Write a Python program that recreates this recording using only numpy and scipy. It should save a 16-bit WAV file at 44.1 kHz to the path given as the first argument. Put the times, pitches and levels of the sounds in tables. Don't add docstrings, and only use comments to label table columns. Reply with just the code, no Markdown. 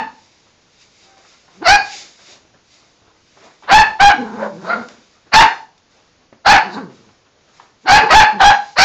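import sys
import numpy as np
from scipy import signal
from scipy.fft import rfft, irfft, next_fast_len
from scipy.io import wavfile
from scipy.ndimage import uniform_filter1d, map_coordinates

SR = 44100
rng = np.random.default_rng(int(sys.argv[2]) if len(sys.argv) > 2 else 0)


def invert_db(level):
    return 10 ** (np.asarray(level, dtype=float) / 20)


def unload_audio(sound):
    columns = np.transpose(np.atleast_2d(sound))
    steps = np.round(np.clip(columns, -1, 1) * 32767)
    wavfile.write(sys.argv[1], SR, steps.astype(np.int16))


N = 389844
LEAD = SR // 4
TIME = (np.arange(N + LEAD) - LEAD) / SR


def unit(x):
    return x / np.sqrt(np.mean(x ** 2) + 1e-20)


def noise():
    return rng.standard_normal(len(TIME))


def along(points, hz):
    f, v = np.transpose(points)
    return np.interp(np.log(hz + 1), np.log(f + 1), v)


def curves(tables):
    rows = []
    for table in tables:
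        table = np.array(table, float)
        before, after = table[0].copy(), table[-1].copy()
        before[0] -= .012
        after[0] += .012
        before[2] -= 45
        after[2] -= 45
        rows += [before, *table, after]
    s, *cols = np.transpose(rows)
    return [np.interp(TIME, s, c) for c in cols]


def wobble(knots_per_s):
    at = np.arange(len(TIME)) * knots_per_s / SR
    return map_coordinates(rng.standard_normal(int(at[-1]) + 4), [at])


def filtered(x, response):
    m = next_fast_len(len(x) + 8192)
    return irfft(rfft(x, m) * response(np.fft.rfftfreq(m, 1 / SR)), m)[:len(x)]


def tract(x, modes):
    def response(f):
        total = 0
        for k, (c, width, db) in enumerate(modes):
            total = total + (-1) ** k * invert_db(db) * 1j * f * width / (c * c - f * f + 1j * f * width)
        return total
    return filtered(x, response)


def folds(pitch_hz, rough, jitter, shimmer_db, tilt, air, count):
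    rough = np.clip(rough, 0, 1)
    shake = np.sqrt(rough)
    unsteady_hz = pitch_hz * (1 + jitter * rough * wobble(pitch_hz.mean() / 3))
    phase = 2 * np.pi * np.cumsum(unsteady_hz) / SR
    puffs = unit(sum(np.sin(k * phase) / k ** tilt for k in range(1, count)))
    puffs = puffs * invert_db(shimmer_db * shake * wobble(pitch_hz.mean() / 4))
    hiss = unit(noise() * (1.1 + np.cos(phase)))
    return np.sqrt(1 - rough) * puffs + air * shake * hiss


def rush(spectrum, patchy_db):
    hz, _, z = signal.stft(rng.standard_normal(len(TIME) + 512), SR, nperseg=512)
    field = uniform_filter1d(rng.standard_normal(z.shape), size=5, axis=0)
    field = unit(uniform_filter1d(field, size=10, axis=1))
    gain_db = along(spectrum, hz)[:, None] + patchy_db * field
    return unit(signal.istft(z * invert_db(gain_db), nperseg=512)[1][:len(TIME)])


def swells(rows):
    power = np.zeros(len(TIME))
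    for s, db, rise_s, fall_s in rows:
        first = max(round((s - 4 * rise_s) * SR) + LEAD, 0)
        near = slice(first, round((s + 4 * fall_s) * SR) + LEAD)
        t = TIME[near] - s
        drop_db = 12 * np.where(t < 0, -t / rise_s, t / fall_s)
        power[near] += invert_db(2 * (db - drop_db))
    return np.sqrt(power)


def bark_shape(timing, voice, jaw):
    s, attack_s, swell_s, fall_s, peak_db = timing
    first_hz, open_hz, top_hz, rough_in, rough_out = voice
    wide, held, rasp_db, held_db, spell_s = jaw
    start_db, halfway_db, open_db, knee_db, end_db = -31, -14, 0, -13, -31.5
    settle_s, spell_db_per_s = .012, -120
    parted, catch = .4, .2
    sag = .97
    opened, peak = s + attack_s, s + attack_s + swell_s
    clear = .25 * min(rough_in, rough_out)
    near = 1 - min(settle_s / swell_s, .9)
    near_hz = open_hz + near * (top_hz - open_hz)
    near_db = open_db + near * (peak_db - open_db)
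    broken_s = spell_s + settle_s
    broken_db = peak_db + spell_db_per_s * broken_s - 1.5
    knee_s = max(.62 * fall_s, broken_s + .004)
    end_s = max(fall_s, knee_s + settle_s)
    slack, faded_db = (.55 + wide) / 2, held_db - 7
    return [(s, first_hz, start_db, rough_in + catch, parted * wide, (held_db + rasp_db) / 2),
            (s + attack_s / 2, (first_hz + open_hz) / 2, halfway_db, rough_in + catch / 2,
             (1 + parted) / 2 * wide, rasp_db),
            (opened, open_hz, open_db, rough_in, wide, rasp_db),
            (opened + near * swell_s, near_hz, near_db, .45 * rough_in, wide, rasp_db),
            (peak, .985 * top_hz, peak_db, clear, held, held_db),
            (peak + spell_s, top_hz, peak_db + spell_db_per_s * spell_s, clear, held, held_db),
            (peak + broken_s, top_hz, broken_db, .8 * rough_out, slack, held_db),
            (peak + knee_s, top_hz * (1 + sag) / 2, peak_db + knee_db, rough_out, slack, faded_db),
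            (peak + end_s, sag * top_hz, peak_db + end_db, rough_out, slack, faded_db)]


# start in seconds, attack in s, swell in s, fall in s, peak effort in dB.
BARK_TIMES = [(-.22, .04, .06, .06, 9), (1.632, .042, .046, .06, 5), (3.675, .042, .03, .125, 10.5),
              (3.99, .014, .045, .11, 7), (5.318, .022, .035, .095, 9.5), (6.447, .022, .035, .11, 9),
              (7.858, .032, .055, .09, 8), (8.078, .032, .05, .12, 11), (8.385, .027, .052, .1, 7),
              (8.76, .03, .058, .1, 3.5)]
# first pitch in Hz, pitch after the attack in Hz, top pitch in Hz,
# roughness before the peak [0-1], roughness after it [0-1].
BARK_VOICES = [(799.6, 860, 872, .6, .75), (719, 690, 820, .2, .12), (541, 720, 880, .6, .15),
               (689.3, 775, 815, .18, .35), (699.9, 800, 883, .65, .75), (639.6, 785, 845, .4, .55),
               (750.7, 740, 845, .36, .5), (519, 580, 875, .45, .35), (790.2, 730, 830, .42, .5),
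               (479.7, 715, 842, .3, 0.5)]
# opening after the attack [0-1], opening at the peak [0-1],
# upper throat rasp after the attack in dB, rasp at the peak in dB, clear spell in seconds.
BARK_MOUTHS = [(.4, .6, -12, -11, .01), (0.6, .8, 6, -4.5, .03), (0.5, .45, -3, -7, .035),
               (0.5, .15, -8, -8.5, .03), (.8, .15, 3.5, -14, .022), (.4, 0.7, 3, -6, .01),
               (0.46, 0.67, 3, -7.5, 0.015), (0.6, .3, -3, -5, .03), (0.3, 0.11, -6, -16, 0.032),
               (0.8, 0.48, 8.5, 0.5, .02)]
# centre in Hz, width in Hz, level in dB.
NARROW_THROAT = [(860, 318, -2), (1750, 560, -6.5), (2650, 320, -37.5), (3632.5, 1100, -17)]
WIDE_THROAT = [(841, 540, -5), (1577, 800, 1), (2180, 850, 1), (2950, 350, -7)]
UPPER_THROAT = [(4390, 420, -13), (5370, 1200, -31.5)]


def barks():
    shapes = map(bark_shape, BARK_TIMES, BARK_VOICES, BARK_MOUTHS)
    pitch_hz, effort_db, rough, mouth, rasp_db = curves(shapes)
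    pitch_hz = pitch_hz * (1 + .011 * wobble(45))
    mouth = np.clip(mouth, 0, 1)
    source = folds(pitch_hz, rough, jitter=.17, shimmer_db=7, tilt=.35, air=2.2, count=9)
    source = source * invert_db(effort_db + 5)
    narrow = tract(source * (1 - mouth), NARROW_THROAT)
    wide = tract(source * mouth, WIDE_THROAT)
    return narrow + wide + tract(source * invert_db(rasp_db), UPPER_THROAT)


def yip_shape(s, first_hz, core_hz, db, mouth):
    core_end, edge_db = s + .028, db - 8
    return [(s - .07, first_hz, db - 23, .8, .35),
            (s - .02, first_hz, edge_db, .6, .45),
            (s, core_hz, db, .15, mouth),
            (core_end, core_hz, db, .15, mouth),
            (core_end + .013, core_hz, edge_db, .5, .72 * mouth),
            (core_end + .04 + .1 * mouth, core_hz, db - 25, .55, .66 * mouth)]


# core start in seconds, first pitch in Hz, core pitch in Hz, level in dB, mouth opening [0-1].
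SOFT_YIPS = [
    (4.43, 558.3, 571.8, -20.5, 0),
    (4.708, 610, 699.3, -13.5, 0.8),
]
# time in seconds, pitch in Hz, level in dB, roughness [0-1], mouth opening [0-1].
FAINT_WHINE = [(1.04, 775, -60, .01, .01), (1.1, 775, -51, .01, .01), (1.22, 775, -54, .01, .01)]
# centre in Hz, width in Hz, level in dB.
SHUT_MOUTH = [(522.26, 110, 5.5), (1010, 120, -3), (1350, 440, -16), (1953, 490, -16.5)]
AJAR_MOUTH = [(702, 590, -6.5), (1394, 250, 3), (2200, 660, -12), (4180, 240, -17)]


def yips():
    shapes = [FAINT_WHINE, *(yip_shape(*row) for row in SOFT_YIPS)]
    pitch_hz, level_db, rough, mouth = curves(shapes)
    mouth = np.clip(mouth, 0, 1)
    source = folds(pitch_hz, rough, jitter=.13, shimmer_db=6, tilt=.3, air=4, count=4)
    source = source * invert_db(level_db + 3)
    dark = tract(source, [(900, 2900, .5)])
    bright = tract(source, [(1900, 5000, .5)])
    return tract(dark * (1 - mouth), SHUT_MOUTH) + tract(bright * mouth, AJAR_MOUTH)


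# loudest in seconds, pitch in Hz, level in dB, fade in s, throat ring in dB.
SHORT_GRUNTS = [
    (.012, 257.4, -29, .1, -2),
    (8.035, 423.3, -15.5, .04, -0.5),
    (8.347, 223.1, -25.5, 0.046, -11),
]
# time in seconds, pitch in Hz, level in dB, throat ring in dB.
GROWLS_INTO_BARKS = [
    [(1.55, 171.5, -52.5, -10), (1.595, 190, -45.5, -29), (1.628, 328.8, -21, -2.5)],
    [(7.832, 190, -55.5, -25.5), (7.862, 330.3, -23, -4)],
]
LONG_GROWL = [(4.139, 310.8, -25, -13), (4.2, 243.6, -21.5, -20), (4.282, 197.5, -34.5, 1),
              (4.352, 238.9, -26.5, -9.5), (4.44, 215, -33.5, 11.5), (4.55, 164.9, -36, -19),
              (4.679, 190, -32.5, 6), (4.8, 237.2, -31, -7), (4.99, 232, -61.5, -8)]
FALLING_MOAN = [(6.62, 149.4, -43.5, -26.5), (6.67, 187.3, -29, -6.5), (6.73, 193.9, -36, 0.5),
                (6.78, 251.1, -23, -3), (6.815, 214, -30, -7), (6.849, 170.6, -31.5, -11),
                (6.9, 147.8, -42, -15), (6.969, 124.1, -49.5, -22), (7.101, 104.3, -52, -13)]
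# centre in Hz, width in Hz, level in dB.
CHEST_MODES = [(190, 200, -1.5), (484, 130, -1.4)]


def grumble():
    calls = [*GROWLS_INTO_BARKS, LONG_GROWL, FALLING_MOAN]
    for s, hz, db, fade_s, ring in SHORT_GRUNTS:
        calls.append([(s - .025, hz, db - 13, ring),
                      (s, hz, db, ring),
                      (s + fade_s, hz, db - 300 * fade_s, ring)])
    pitch_hz, level_db, ring_db = curves(sorted(calls, key=lambda rows: rows[0][0]))
    rough = np.full(len(TIME), .22)
    source = folds(pitch_hz, rough, jitter=.36, shimmer_db=4, tilt=.45, air=3, count=12)
    source = source * invert_db(level_db + 3.5)
    breath = tract(invert_db(level_db + 16) * noise(), [(885, 590, .54)])
    source = filtered(source, lambda hz: 1 / np.sqrt(1 + (105 / (hz + 1)) ** 8))
    throat = [(481, 800, -9.5), (951, 230, .5), (1522.8, 210, -3.5)]
    return tract(source, CHEST_MODES) + tract((source + breath) * invert_db(ring_db), throat)


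# loudest in seconds, level in dB, rise in s, fall in s.
NOSE_WHISTLES = [(4.7, -37, .03, .05), (6.745, -38, .04, 0.032)]
# centre in Hz, width in Hz, level in dB.
NOSTRILS = [(3830, 400, 0), (4650, 600, 0)]


def snorts():
    hiss = unit(tract(tract(noise(), NOSTRILS), NOSTRILS))
    return swells(NOSE_WHISTLES) * hiss


# loudest in seconds, level in dB, rise in s, fall in s.
BREATHS = [(.19, -56.5, 0.26, 0.73), (.826, -50, 0.089, 0.045), (1.04, -50, .17, 0.12),
           (1.19, -55, .05, .1), (1.314, -49, .09, 0.11), (1.58, -55, .4, .05), (1.946, -30.5, 0.095, 0.11),
           (2.334, -43, 0.18, 0.036), (2.742, -50.5, 0.097, 0.1877), (3.45, -52, 0.23, 0.13),
           (3.66, -56, .2, 0.021), (4.2, -51, 0.013, .08), (4.444, -50.5, 0.47, .15),
           (4.656, -47.5, .11, 0.41), (4.898, -53.5, .2, 0.2081), (5.6, -62.5, 0.027, .08),
           (5.78, -56, .005, .012), (5.914, -58.5, .016, 0.21), (6.744, -43, .04, 0.03403),
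           (6.954, -55.5, 0.065, 0.19), (7.568, -54, 0.091, 0.1553), (7.84, -56.5, .05, 0.011),
           (8.68, -46, .1, 0.12)]
# frequency in Hz, density in dB per Hz.
BREATH_SPECTRUM = [(880, -43.5), (1500, -20), (1960, -11.5), (2190, -7), (3360, -13.5), (3640, -5.5),
                   (4270, -11), (4760, -6.5), (6040, -10), (7190, -8), (8500, -17.5), (11000, -75.5),
                   (18700, -120)]


def panting():
    return swells(BREATHS) * invert_db(.15 + wobble(40)) * rush(BREATH_SPECTRUM, patchy_db=.5)


# loudest in seconds, level in dB, rise in s, fall in s.
DRAGS = [(.252, -59, 0.06804, .04), (.464, -53.5, .008, 0.07), (1.24, -49, .4, 0.26),
         (1.462, -68.5, 0.0906, .008), (1.484, -50, 0.01079, 0.2825), (1.95, -43, 0.01197, 0.2),
         (2.358, -44.5, .22, 0.047), (2.546, -48.5, .012, 0.026), (2.814, -54.5, .13, 0.17),
         (3.07, -51, .032, 0.12), (3.442, -39, 0.063, 0.082), (3.635, -34, 0.004954, 0.069),
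         (4.9, -42.5, 0.011, 0.13), (5.156, -53, 0.096, 0.11), (5.27, -47, .015, .05),
         (5.7, -57.5, 0.0101, 0.057), (5.976, -54, 0.11, 0.16), (6.208, -52, .007, .06),
         (6.326, -53, 0.0092, 0.0889), (6.9, -43.5, 0.0091, 0.045), (6.95, -52.5, .02, .4),
         (7.256, -56.5, .008, .07), (7.63, -48, 0.2, .17)]
# frequency in Hz, density in dB per Hz.
RUB_SPECTRUM = [(71, -45.5), (120, -17.5), (594, -10.5), (729, -13), (1240, -13), (2190, -21.5),
                (4000, -28), (5200, -47.5), (8800, -120)]


def scuffs():
    return swells(DRAGS) * invert_db(-4.5 + 2 * wobble(50)) * rush(RUB_SPECTRUM, patchy_db=2.5)


# time in seconds, peak in dB, centre in Hz, t60 in s.
PAW_CONTACTS = [(0.468, -48, 1140, 0.075), (1.172, -32, 573, 0.024), (1.249, -40.5, 1316, 0.05),
                (1.48, -40, 1048, 0.067), (2.449, -49, 347.8, 0.05), (2.549, -44, 117.6, 0.037),
                (3.019, -44.5, 107.8, 0.083), (3.079, -41, 103, 0.064), (3.369, -40, 390, 0.18),
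                (3.624, -29, 883, 0.023), (4.884, -30.5, 571, 0.046), (5.779, -63, 102, 0.052),
                (6.326, -32, 240, 0.065), (7.089, -38, 1060, 0.051), (7.598, -27.5, 1024, 0.046)]


def paws():
    out, t = np.zeros(len(TIME) + SR), np.arange(SR // 4) / SR
    onset = 1 - np.exp(-t / .00058)
    ring_share = .45
    for s, db, hz, t60_s in PAW_CONTACTS:
        pad = [(.68 * hz + 260, 950, 0)]
        puff = unit(tract(tract(rng.standard_normal(len(t)), pad), pad))
        touch = ring_share * np.sin(2 * np.pi * hz * t) + .86 * (1 - ring_share) * puff
        out[round(s * SR) + LEAD:][:len(t)] += invert_db(db - 60 * t / t60_s) * touch * onset
    return out[:len(TIME)]


# time in seconds, peak in dB.
CLAW_TICKS = [(1.179, -38), (4.886, -26), (5.779, -47)]


def claws():
    out, t = np.zeros(len(TIME)), np.arange(SR // 20) / SR
    t60_s = .02
    for s, db in CLAW_TICKS:
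        out[round(s * SR) + LEAD:][:len(t)] += invert_db(db - 60 * t / t60_s) * rng.standard_normal(len(t))
    return tract(out, [(1500, 6000, .00405)])


# frequency in Hz, t60 in s.
ROOM_T60 = [(150, 0.55), (800, 0.35), (2500, 0.28546), (7000, 0.47)]


def room(x):
    out, hop = np.zeros(len(x) + 2 * SR), SR // 2
    for start in range(0, len(x), hop):
        hz, t, z = signal.stft(rng.standard_normal(hop + hop // 2), SR, nperseg=256)
        decay = invert_db(-60 * t / along(ROOM_T60, hz)[:, None])
        tail = signal.istft(z * decay, SR, nperseg=256)[1]
        wet = signal.fftconvolve(x[start:start + hop], tail / np.linalg.norm(tail))
        out[start + 220:][:len(wet)] += wet
    return out[:len(x)]


# frequency in Hz, density in dB per Hz.
HUSH_SPECTRUM = [(12, -38), (20, -7), (44, -1), (104, 5.5), (148, 1.5), (350, 0), (1270, -6), (2860, -8.5),
                 (5390, -9), (6940, -8.5), (8500, -42.5), (11000, -82), (18700, -120)]


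def hush():
    return invert_db(-59 + 1.83 + .83 * wobble(5.7)) * rush(HUSH_SPECTRUM, patchy_db=.5)


def scene():
    voice = barks() + yips() + grumble()
    small = snorts() + panting() + scuffs() + paws() + claws()
    echo = room(invert_db(-7.5) * voice + invert_db(-5.5) * small)
    mix = voice + small + echo + hush()
    return mix[None, LEAD:]


def ceiling(x, top, hard):
    return x / (1 + np.abs(x / top) ** hard) ** (1 / hard)


# frequency in Hz, gain in dB.
PORT_GAIN = [(20, 0), (7000, 0), (8000, -6), (9000, -40), (11000, -80)]
TREBLE_GAIN = [(20, 0), (5000, 0), (6800, -2), (7800, -9), (8800, -18), (11000, -17), (15500, -13)]


def microphone(x):
    heard = filtered(x, lambda hz: invert_db(along(PORT_GAIN, hz)))
    clipped = ceiling(heard, .7, 12)
    dulled = filtered(clipped, lambda hz: invert_db(along(TREBLE_GAIN, hz)))
    return ceiling(dulled, .79, 26)


def roll_off(x):
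    return signal.sosfilt(signal.butter(12, 16330, fs=SR, output="sos"), x)


def record(dry):
    mix = microphone(dry[0])[None]
    return roll_off(mix)


dry = scene()
out = record(dry)
unload_audio(out)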